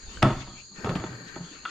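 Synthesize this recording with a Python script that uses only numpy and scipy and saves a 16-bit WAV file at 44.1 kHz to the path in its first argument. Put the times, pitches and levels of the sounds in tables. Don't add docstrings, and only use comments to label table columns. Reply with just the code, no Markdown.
import sys
import numpy as np
from scipy import signal
from scipy.fft import rfft, irfft
from scipy.io import wavfile
from scipy.ndimage import uniform_filter1d

SR = 44100
rng = np.random.default_rng(int(sys.argv[2]) if len(sys.argv) > 2 else 0)


def materialize(psi):
    bounded = np.clip(np.atleast_2d(psi).T, -1, 1)
    quanta = np.round(bounded * 32767).astype(np.int16)
    wavfile.write(sys.argv[1], SR, quanta)


N = 74970
WIDE_HZ = 670


def amp(db):
    return 10 ** (np.asarray(db) / 20)


def unit(x):
    return x / np.sqrt(np.mean(x ** 2) + 1e-20)


def read(points, hz):
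    f, value = np.transpose(points)
    return np.interp(np.log(hz + 1), np.log(f + 1), value)


def curve(points, order=1):
    rows = np.transpose(points)
    return np.interp(np.arange(N) / SR, rows[0], rows[order])


def sides(db):
    return amp([[db / 2], [-db / 2]])


def blend(first, second, likeness):
    return likeness * first + np.sqrt(1 - likeness ** 2) * second


def add(mix, start_s, sound):
    part = mix[..., round(start_s * SR):][..., :sound.shape[-1]]
    part += sound[..., :part.shape[-1]]


def high(x, hz):
    return signal.lfilter(*signal.butter(2, hz, "high", fs=SR), x)


def grains(count, per_s, spread_db):
    size = amp(spread_db * np.minimum(rng.exponential(1, count), 3))
    happens = rng.random(count) < per_s / SR
    return unit(happens * size * rng.choice([-1, 1], count))


def ring(modes, t, weights):
    return sum(weight * amp(level_db - 60 * t / t60_s) * np.sin(2 * np.pi * hz * t)
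               for weight, (hz, level_db, t60_s) in zip(weights, modes))


def hiss(shape, same, patchy_db):
    hz = np.fft.rfftfreq(1024, 1 / SR)
    a, b, c, d, patch = rng.standard_normal((N // 256 + 5, 513, 5)).T
    patch = uniform_filter1d(patch, size=12, axis=0)
    patch = unit(uniform_filter1d(patch, size=10, axis=1))
    likeness = np.clip(same(hz) * np.ones(513), -1, 1)[:, None]
    left = a + 1j * b
    right = blend(left, c + 1j * d, likeness)
    spectrum = np.array([left, right]) * shape(hz)[:, None] * amp(patchy_db * patch)
    return unit(signal.istft(spectrum, nperseg=1024, noverlap=768)[1][:, :N])


def forest(x):
    t60_s, likeness = 0.58, 0.92
    at = 200 + np.arange(0, SR // 2, 20) + rng.integers(0, 20, (2, SR // 40 + 1))
    taps = np.zeros((2, SR // 2 + 300))
    tap_sizes = rng.choice([-1., 1.], at.shape) * amp(-60 * at / SR / t60_s)
    np.put_along_axis(taps, at, tap_sizes, 1)
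    taps[1] = blend(taps[0], taps[1], likeness)
    taps = taps / np.linalg.norm(taps[0])
    return signal.fftconvolve(high(x, WIDE_HZ)[None], taps, axes=1)[:, :N]


def board_knock(t, boards, knock_db, chatter_db):
    detune, board_low_hz = 0.043, 110
    contact_decay_s, contact_grit = 0.0048, 0.49
    chatter_per_s, chatter_t60_s, chatter_spread_db = 1500, 0.28, 6
    tune = 1 + detune * rng.uniform(-1.09, 1, len(boards))
    modes = [(hz * k, level_db, t60_s) for k, (hz, level_db, t60_s) in zip(tune, boards)]
    board = ring(modes, t[:6000], rng.choice([-1, 1], len(boards)))
    board = board / abs(board).max()
    contact = rng.standard_normal(len(t)) * np.exp(-t / contact_decay_s)
    grit = contact_grit * contact / np.linalg.norm(contact)
    knock = amp(knock_db) * ((t == 0) + grit)
    fade = amp(chatter_db - 60 * t / chatter_t60_s)
    chatter = grains(len(t), chatter_per_s, chatter_spread_db) * fade / np.linalg.norm(board)
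    return high(signal.fftconvolve(knock + chatter, board)[:len(t)], board_low_hz)


def board_thud(t, pitch_hz, level_db, t60_s):
    rise_s, pair_ratio, pair_db = 0.0038, .84, -6.5
    pair = (pitch_hz * pair_ratio, level_db + pair_db, t60_s)
    thud = ring([(pitch_hz, level_db, t60_s), pair], t, [1, 1])
    return thud * (1 - np.exp(-t / rise_s))


def board_crack(t, level_db, t60_s):
    likeness, rise_s = 0.47, 0.00027
    grit_db, grit_t60_s = -21, 0.47
    # pitch_hz [Hz], density_db [dB per Hz]
    crack_colour = [(880, -6.5), (1500, -0.5), (3000, -5.5), (5500, -18.5), (7400, -23), (8500, -26),
                    (10500, -38), (12500, -46), (15500, -78)]
    hz = np.fft.rfftfreq(len(t), 1 / SR)
    colour = amp(read(crack_colour, hz)) * (hz > 800)
    noise = unit(irfft(rfft(rng.standard_normal((2, len(t)))) * colour))
    noise[1] = blend(noise[0], noise[1], likeness)
    decay = amp(-60 * t / t60_s) + amp(grit_db - 60 * t / grit_t60_s)
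    return noise * amp(level_db) * decay * (1 - np.exp(-t / rise_s))


def steps():
    echo_db = -13.5
    # [dB, left minus right]
    blows = [(.2230, -15, -39, 202, .1, -30, 0.024, -20, 2.5),
             (0.2264, -11, -21.5, 261.7, 0.39, -13, 0.022, -22.5, 1),
             (0.2287, -38, -54, 60.5, 0.13, -19, 0.012, -40, 1),
             (.2300, -9.5, -11.5, 132.6, 0.31, -29, 0.0071, -21.5, -4.5),
             (0.249, -32, -44, 207.5, 0.09, -39, .03, -23.5, 0),
             (0.271, -22, -41, 249, 0.14, -34, .03, -31, -4.5),
             (.304, -18.5, -33, 141.7, 0.4, -35.5, .02, -35, -1),
             (.405, -55.5, -34, 133.5, 0.25, -47.5, 0.076, -49.5, 12.5),
             (0.468, -56, -44.5, 130, 0.6, -49.5, 0.027, -42, 5),
             (.534, -47, -39.5, 232, 0.085, -73, 0.032, -47, 8.5),
             (0.713, -69, -48, 186, 0.3, -79, .03, -58, 5), (0.784, -43, -38, 178, 0.16, -70, 0.05, -46, 1),
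             (.845, -22.5, -28.5, 110, 0.35, -36, 0.039, -39, 6.5),
             (.860, -31, -31.5, 133.1, 0.62, -39.5, 0.046, -24.5, -3),
             (0.8926, -19, -20.5, 171, 0.16, -31.5, 0.043, -32.5, 1),
             (.954, -21.5, -18, 176, 0.1, -35.5, 0.11, -31, 3),
             (.998, -39, -32, 110, 0.28, -43, .04, -34.5, 3),
             (1.039, -22, -24, 303, 0.043, -40, 0.045, -49, -1),
             (1.064, -27.5, -31.5, 176, .2, -46, .03, -49, 6),
             (1.105, -55, -34, 122.2, 0.42, -48, 0.036, -45, -5),
             (1.20, -66, -43.5, 168.4, 0.46, -62, 0.025, -48.5, -7),
             (1.357, -40.5, -61, 302, 0.057, -45, .04, -38.5, 1.5),
             (1.363, -38, -23, 340, 0.031, -58, 0.028, -48, 5),
             (1.378, -59, -36.5, 170, 0.31, -55, 0.034, -70, 1),
             (1.407, -45, -30, 171.4, 0.14, -70, .03, -46.5, -4),
             (1.513, -61, -34.5, 296, 0.056, -59, 0.026, -55, 3),
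             (1.633, -44, -50, 320, 0.23, -63, .03, -90, -3)]
    # pitch_hz [Hz], level_db [dB], t60_s [s]
    boards = [(202.5, -2, 0.14), (252, -4.5, 0.078), (323, -5.5, 0.097), (397.8, -6, 0.063),
              (526.5, -10, 0.046), (619.6, -7, 0.059), (754, -1.5, 0.024), (936, -3.5, 0.042),
              (1075, -3.5, 0.037), (1273, 2, 0.044), (1450, -8.5, 0.06), (1820, 3, 0.0073),
              (2220, -18, 0.0089), (2746, -4.5, 0.015), (3416, -3, 0.04)]
    out, t = np.zeros((2, N)), np.arange(SR // 2) / SR
    for start_s, knock_db, thud_db, thud_hz, thud_t60_s, crack_db, crack_t60_s, chatter_db, pan_db in blows:
        body = board_knock(t, boards, knock_db, chatter_db)
        thud = board_thud(t, thud_hz, thud_db, thud_t60_s)
        crack = board_crack(t, crack_db, crack_t60_s)
        spread = high(body, WIDE_HZ) * (sides(pan_db) - 2)
        add(out, start_s, body + thud + spread + crack * sides(pan_db))
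    return out + amp(echo_db) * forest(out.mean(0))


def tocks():
    pan_db, echo_db, rise_s = 2.5, -3.5, 0.0004
    # start_s [s], level_db [dB], pitch factor [ratio], hold_s [s], level_db of the other modes [dB]
    tock_hits = [(0.172, -37.5, 1.09, 0.0039, -1), (1.6526, -30.5, 1.0, 0.002, 4),
                 (1.6566, -24.5, 0.99, 0.0055, -4)]
    # pitch_hz [Hz], level_db [dB], t60_s [s]
    tock_modes = [(1381, 0.5, 0.0057), (1190, -1, 0.017), (1490, -15, 0.0073), (1930, -10, 0.018),
                  (2820, -4.5, 0.022), (3340, -2, 0.013)]
    dry, t = np.zeros(N), np.arange(3000) / SR
    for start_s, level_db, tune, hold_s, others_db in tock_hits:
        tock = np.zeros(len(t))
        for k, (hz, mode_db, t60_s) in enumerate(tock_modes):
            decay_time = t if k else np.maximum(t - hold_s, 0)
            envelope = amp(mode_db + others_db * (k > 0) - 60 * decay_time / t60_s)
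            tock += envelope * np.sin(2 * np.pi * tune * hz * t)
        add(dry, start_s, amp(level_db) * tock * np.minimum(t / rise_s, 1))
    return (high(dry, WIDE_HZ) + amp(echo_db) * forest(dry)) * sides(pan_db)


def rail():
    slips_per_s, slip_spread_db, pan_db = 2200, 3, 13.5
    # start_s [s], level_db [dB]
    slide = [(0, -58.5), (.2, -64.5), (.3, -70), (.735, -73), (.77, -51.5), (.9, -51), (1.1, -50.5),
             (1.25, -53.5), (1.33, -48), (1.375, -50), (1.41, -58.5)]
    # pitch_hz [Hz], level_db [dB], t60_s [s]
    tube_modes = [(449, -5, 0.057), (1595, 0.5, 0.035), (1800, 7, 0.016), (2230, -2, 0.014),
                  (2670, -10.5, 0.013)]
    tube = ring(tube_modes, np.arange(2000) / SR, np.ones(len(tube_modes)))
    rub = []
    for side in "LR":
        slips = grains(N, slips_per_s, slip_spread_db)
        rub.append(unit(signal.fftconvolve(slips, tube)[:N]))
    return np.array(rub) * amp(curve(slide)) * sides(pan_db)


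def palm_rub():
    likeness, pan_db = 0.2, 7
    # start_s [s], level_db [dB]
    swish = [(0, -59.5), (.08, -54.5), (.15, -46.5), (.21, -56), (.33, -56), (.42, -46.5), (.47, -60),
             (.6, -51.5), (.65, -68), (.73, -75), (.76, -54), (1.1, -61), (1.22, -69), (1.29, -48.5),
             (1.36, -86), (1.43, -53), (1.47, -50.5), (1.56, -51), (1.62, -60), (1.7, -49)]
    # pitch_hz [Hz], density_db [dB per Hz]
    rub_colour = [(500, -18), (800, -23), (1330, -11), (1940, -20), (2600, -10), (4400, -20), (6700, -20),
                  (10000, -43.5), (15500, -76)]
    rub_hiss = hiss(lambda f: amp(read(rub_colour, f)) * (f > 500), lambda f: likeness, patchy_db=4.5)
    return amp(curve(swish)) * sides(pan_db) * rub_hiss


def deck_murmur():
    # start_s [s], level_db [dB]
    murmur = [(0.0, -60), (0.178, -50), (0.336, -43.5), (0.382, -48.5), (0.538, -80), (0.776, -56.5),
              (0.832, -44.5), (0.956, -43.5), (1.026, -56), (1.136, -48), (1.334, -52.5), (1.49, -59),
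              (1.7, -54)]
    # pitch_hz [Hz], density_db [dB per Hz]
    deck_colour = [(50, -53), (110, -11.5), (180, 1.5), (400, 0.5), (550, -10.5), (1200, -14), (2500, -42)]
    deck = hiss(lambda f: amp(read(deck_colour, f)), lambda f: .97, patchy_db=2.0)
    return amp(curve(murmur)) * deck


def sway_lumps():
    corner_hz, likeness = 43.8, 0.82
    # start_s [s], level_db [dB]
    lumps = [(0.0, -65), (0.084, -38), (0.136, -54), (0.246, -29.5), (0.274, -47), (0.33, -38),
             (0.748, -68.5), (0.776, -47), (0.818, -48), (0.904, -49), (0.96, -40.5), (1.06, -55),
             (1.136, -51), (1.178, -65), (1.324, -68), (1.368, -49), (1.67, -79), (1.7, -76)]
    sway = hiss(lambda f: (f > 22) / (1 + (f / corner_hz) ** 4), lambda f: likeness, patchy_db=1.7)
    return amp(curve(lumps)) * sway


def insects():
    throb_db, skirt = 1.5, 2.68
    # pitch_hz [Hz], width_hz [Hz], level_db [dB], pan_db [dB, left minus right],
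    # left-right likeness [0-1]
    choirs = [(4417, 660, -52, 0.7, 0.4), (6727, 540, -52.5, 1.3, 0.18), (7500, 100, -72, -13.5, 0.19)]
    out = np.zeros((2, N))
    for hz, width_hz, level_db, pan_db, likeness in choirs:
        song = hiss(lambda f: 1 / (1 + abs((f - hz) / width_hz * 2) ** skirt), lambda f: likeness, throb_db)
        out += amp(level_db) * sides(pan_db) * song
    return out


def bird():
    echo_gain = .55
    # start_s [s], pitch_hz [Hz], level_db [dB]
    whistle = [(.395, 5600, -64), (.42, 4750, -58), (.445, 4050, -57), (.475, 3620, -58), (.5, 3350, -58),
               (.525, 3200, -59), (.545, 3160, -68)]
    t = np.arange(N) / SR
    on = (t > whistle[0][0]) & (t < whistle[-1][0])
    phase = 2 * np.pi * np.cumsum(curve(whistle)) / SR
    tone = on * amp(curve(whistle, order=2)) * np.sin(phase)
    return tone + echo_gain * forest(tone)


def air_noise():
    level_db = -62.5
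    # pitch_hz [Hz], density_db [dB per Hz]
    air_colour = [(60, 3), (420, -18), (620, -19), (1500, -22), (2800, -15.5), (5300, -35), (8300, -21),
                  (10500, -27.5), (13000, -64), (15500, -82)]
    # pitch_hz [Hz], left-right likeness [0-1]
    air_same = [(60, 0.27), (500, 0.57), (2000, 0.37), (5000, 0.13), (12000, 0.035)]
    return amp(level_db) * hiss(lambda f: amp(read(air_colour, f)), lambda f: read(air_same, f), patchy_db=-3.0)


def scene():
    bridge = steps() + tocks() + rail() + palm_rub() + deck_murmur() + sway_lumps()
    return bridge + insects() + bird() + air_noise()


def record(dry):
    ceiling, edge_hz = .5, 15400
    soft = ceiling * np.tanh(dry / ceiling)
    band_limit = signal.firwin(511, edge_hz, window=("kaiser", 12), fs=SR)
    return signal.oaconvolve(soft, band_limit[None], "same")


dry = scene()
out = record(dry)
materialize(out)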